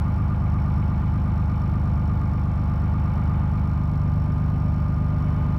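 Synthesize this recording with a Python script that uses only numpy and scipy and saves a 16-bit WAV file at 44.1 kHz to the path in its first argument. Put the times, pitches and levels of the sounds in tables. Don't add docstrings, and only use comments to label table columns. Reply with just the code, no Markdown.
import sys
import numpy as np
from scipy import signal
from scipy.fft import rfft, irfft
from scipy.io import wavfile

SR = 44100
rng = np.random.default_rng(int(sys.argv[2]) if len(sys.argv) > 2 else 0)


def amplitude_ratio(level_db):
    exponent = np.asarray(level_db, float) / 20
    return 10 ** exponent


def wav_record(signal):
    frames = np.transpose(np.atleast_2d(signal))
    bounded = np.clip(frames, -1, 1)
    quanta = np.round(bounded * 32767).astype(np.int16)
    wavfile.write(sys.argv[1], SR, quanta)


N = 246078


def level(x, db):
    return x * amplitude_ratio(db) / np.sqrt(np.mean(x ** 2))


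def curve(points):
    table = np.array(points)
    return np.interp(np.arange(N) / SR, table[:, 0], table[:, 1])


def colour(x, spectrum):
    hz, db = np.transpose(spectrum)
    bins = np.maximum(np.arange(N // 2 + 1) * SR / N, 1)
    return irfft(rfft(x) * amplitude_ratio(np.interp(np.log(bins), np.log(hz), db)), N)


def ring(x, hz, width):
    return signal.lfilter(*signal.iirpeak(hz, hz / width, fs=SR), x)


def walk(rate):
    steps = int(N / SR * rate) + 2
    position = np.linspace(0, N / SR * rate, N)
    return np.interp(position, np.arange(steps), 1.2 * rng.standard_normal(steps))


def orders(table, cycle, load, sway_db, sway_rad, rate):
    out = np.zeros(N)
    for count, free_db, loaded_db, push in table:
        db = free_db + load * (loaded_db - free_db) + 1
        size = push * amplitude_ratio(db + sway_db * walk(rate))
        out += size * np.cos(2 * np.pi * count * cycle - 1.3 + sway_rad * walk(rate))
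    return out


def cab_boom(cycle, load):
    # (vibrations per cycle, free level [dB], loaded level [dB], push +1 or pull -1)
    lines = [(5, -57, -59, -1), (6, -31, -32, -1), (7, -50, -54, -1), (8, -37, -40, -1), (9, -26, -27, 1),
             (10, -40, -41, -1), (11, -41, -44, 1), (12, -27, -26, 1), (13, -50, -48, 1), (14, -37, -49, 1),
             (15, -43, -39, 1), (16, -31, -37, -1), (17, -50, -44, -1), (18, -30, -28, 1),
             (19, -41, -43, 1), (20, -51, -46, 1), (21, -36, -40, 1), (22, -40, -38, 1), (23, -44, -49, -1),
             (24, -35, -40, 1), (25, -47, -47, 1), (26, -53, -49, 1), (27, -47, -49, 1), (28, -50, -49, -1),
             (30, -47, -41, 1), (31, -52, -53, 1), (36, -50, -49, -1)]
    peak = cycle - .788 + .004 * load
    return amplitude_ratio(1.88) * orders(lines, peak, load, sway_db=.6, sway_rad=.1, rate=7)


def gears(cycle, load):
    # (crank place where teeth line up [0-1], swell place [0-1], swell depth [0-1],
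    # lines of (vibrations per cycle, free level [dB], loaded level [dB], push +1 or pull -1))
    trains = [
        (.19, .6, 0, [(38, -58, -54, 1), (39, -59, -58, -1), (42, -56, -61, 1), (50, -61, -56, -1)]),
        (.288, .3, .1, [(60, -59, -65, -1), (72, -58, -54, 1), (84, -58, -58, 1), (90, -59, -59, 1)]),
        (.723, .14, .7, [(100, -51, -63, -1), (102, -62, -62, 1), (105, -51, -54, -1)]),
        (.979, .45, .4, [(114, -58, -64, -1), (123, -58, -63, 1), (132, -58, -66, 1), (135, -59, -62, 1)]),
        (.616, .63, .6, [(140, -53, -64, 1), (144, -51, -61, -1), (146, -52, -49, -1)]),
        (.392, .2, .2, [(168, -60, -65, 1), (170, -62, -65, -1)]),
        (.066, .95, .45, [(261, -72, -76, 1), (267, -72, -79, 1), (269, -71, -79, 1)]),
    ]
    out = 0
    cycle = cycle + .0004 * walk(4)
    for at, swell_at, depth, table in trains:
        looseness = np.clip(1 - 2.6 * load, 0, 1)
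        swell = 1 + depth * looseness * np.cos(2 * np.pi * (cycle - swell_at))
        out = out + swell * orders(table, cycle - at, load, sway_db=.8, sway_rad=.22, rate=5)
    return out * amplitude_ratio(1.8 + 1.2 * load)


def clatter(cycle, load):
    # (frequency [Hz], width [Hz], level [dB], loudest cycle place [0-1], swell depth [0-1])
    modes = [(600, 40, -3, .2, .1), (860, 60, -9, .14, .6), (1060, 120, -2, .47, .35),
             (1210, 40, -5, .63, .5), (1400, 70, -2, .2, .2), (2250, 100, -3, .95, .5)]
    # (frequency [Hz], level per Hz [dB])
    spectrum = [(30, -32), (60, 8), (100, 9), (170, 6), (260, 2), (400, -9.5), (520, -10), (800, -8.5),
                (1100, -10.5), (1500, -15.5), (1900, -21.5), (2600, -27), (3500, -35), (6000, -53)]
    repeat = 0.35
    length = SR * 6 // 50
    place = cycle % 1 * length
    habit = np.zeros(N)
    for share in (1 - load, load, 0.62 * walk(1.487), 0.21 * walk(1.8)):
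        pattern = rng.standard_normal(length + 1)
        habit += share * np.interp(place, np.arange(length + 1), pattern)
    noise = np.sqrt(repeat) * level(habit, 0) + np.sqrt(1 - repeat) * rng.standard_normal(N)
    noise = noise * (1 + .04 * np.cos(2 * np.pi * (6 * cycle - .3)))
    walls = noise
    for hz, width, mode_db, at, depth in modes:
        swell = 1 + depth * (1 - 0.2 * load) * np.cos(2 * np.pi * (cycle - at))
        walls = walls + amplitude_ratio(mode_db + .5 * walk(1.3)) * swell * ring(noise, hz, width)
    walls = walls * amplitude_ratio(.4 * walk(4))
    return level(colour(walls, spectrum), -34)


def air_hiss():
    # (frequency [Hz], level per Hz [dB])
    spectrum = [(1500, -13), (3000, -3.5), (4500, -7), (6000, -11.5), (8000, -16.5), (11000, -24.5),
                (13000, -21.5), (15800, -30)]
    return level(colour(rng.standard_normal(N), spectrum) * amplitude_ratio(1.3 * walk(1.4)), -70.5)


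def panels(x):
    hz = np.arange(0, SR / 2 + 99, 44.68)
    rough_db = 2.5 * np.clip(hz / 1500 - 1, 0, 1)
    db = rough_db * rng.standard_normal(len(hz))
    bins = np.arange(N // 2 + 1) * SR / N
    return irfft(rfft(x) * amplitude_ratio(np.interp(bins, hz, db)), N)


def injectors(cycle):
    # (frequency [Hz], width [Hz], level [dB])
    pipe_modes = [(4270, 130, -11), (4720, 200, -5), (5280, 150, -8), (5430, 120, 3), (5620, 120, -11),
                  (6500, 130, -9), (7060, 120, -12), (8280, 200, -11), (9900, 250, -16), (11600, 250, -11),
                  (12400, 280, -10), (13500, 200, -8), (14600, 300, -13), (15600, 200, -12)]
    # (frequency [Hz], level per Hz [dB])
    snap_spectrum = [(1500, -28.5), (2800, -20.5), (3600, -14.5), (4600, -1), (5500, -5), (6300, -34.5),
                     (8000, -5.5), (10500, -7), (12000, -7.5), (15500, -26)]
    cylinder_db = [0, .3, .4, .2, -.3, -1.6]
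    firing = np.floor(6 * (cycle - .01)).astype(int)
    times = np.flatnonzero(np.diff(firing)) + 1
    chance = rng.standard_normal((len(times), 24))
    base_db = np.array(cylinder_db)[firing[times] % 6] + .8 * chance[:, 0]

    hits = np.zeros(N)
    for k, (late_s, db) in enumerate([(0, 0), (.0022, -6), (.0075, -12)]):
        delay_s = late_s + .0003 * chance[:, 1 + k]
        at = np.clip(times + (delay_s * SR).astype(int), 0, N - 1)
        hits[at] += amplitude_ratio(base_db + db + chance[:, 5 + k])

    def fading_noise(decay_s):
        return signal.lfilter([1], [1, -np.exp(-1 / (decay_s * SR))], hits) * rng.standard_normal(N)

    rattle = fading_noise(0.0042)
    pipes = np.zeros(N)
    spans = np.diff(np.r_[0, times[1:] - 99, N])
    for k, (hz, width, db) in enumerate(pipe_modes):
        strike = np.repeat(amplitude_ratio(1.2 * chance[:, 9 + k]), spans)
        pipes += amplitude_ratio(db) / np.sqrt(width) * ring(hits * strike + amplitude_ratio(-27) * rattle, hz, width)

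    burst = np.hanning(70) * rng.standard_normal(70)
    snap = np.convolve(hits, burst)[20:N + 20]
    snap = snap + .4 * fading_noise(0.00058) + amplitude_ratio(-14) * rattle
    return level(pipes, -68.5) + level(colour(snap, snap_spectrum), -75)


def valves(cycle, load):
    # (place in the cycle [0-1], level [dB])
    knocks = [
        (.21, -6),
        (.43, -4),
        (.53, -3),
        (.9, 0),
        (.94, -4),
        (.17, -9),
        (.69, -9),
    ]
    # (frequency [Hz], width [Hz], level [dB])
    cover_modes = [(2220, 80, 0), (2310, 90, -4), (3120, 80, -13), (3540, 100, -16)]
    hits = np.zeros(N)
    for place, knock_db in knocks:
        times = np.flatnonzero(np.diff(np.floor(cycle - place)))
        chance = rng.standard_normal((len(times), 2))
        at = times + (.0008 * SR * chance[:, 0]).astype(int)
        hits[np.clip(at, 0, N - 1)] += amplitude_ratio(knock_db + 1.5 * chance[:, 1])
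    cover = np.zeros(N)
    for hz, width, mode_db in cover_modes:
        cover += amplitude_ratio(mode_db) / np.sqrt(width) * ring(hits, hz, width)
    return level(ring(cover, 2700, 2500), -62) * amplitude_ratio(-6 * load)


def scene():
    # (time [s], firing rate [per s])
    speed = [(0, 50.06), (1.0, 50.13), (2.1, 50.23), (2.3, 49.97), (2.55, 49.37), (3.0, 50.28),
             (3.7, 50.18), (4.0, 49.36), (4.2, 49.25), (4.4, 50.0), (4.8, 49.66), (5.2, 49.93),
             (5.58, 49.83)]
    # (time [s], load [0-1])
    pull = [
        (0, 0.02),
        (2.25, 0.07),
        (2.6, 0.3),
        (3.0, 0),
        (3.6, .12),
        (3.95, 0.8),
        (4.4, 1),
        (4.7, 0.8),
        (5.2, .95),
        (5.58, .7),
    ]
    cycle = np.cumsum(curve(speed)) / 6 / SR
    load = np.clip(curve(pull), 0, 1.1)
    boom = cab_boom(cycle, load)
    whine = gears(cycle, load)
    through_firewall = panels(clatter(cycle, load) + air_hiss())
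    mix = boom + whine + through_firewall + injectors(cycle) + valves(cycle, load)
    return mix[None]


def top_cut(x):
    return signal.sosfilt(signal.butter(12, 15830, fs=SR, output="sos"), x)


def record(dry):
    fade = np.clip(np.arange(N)[::-1] / (.003 * SR), .3, 1)
    return top_cut(dry * fade)


dry = scene()
out = record(dry)
wav_record(out)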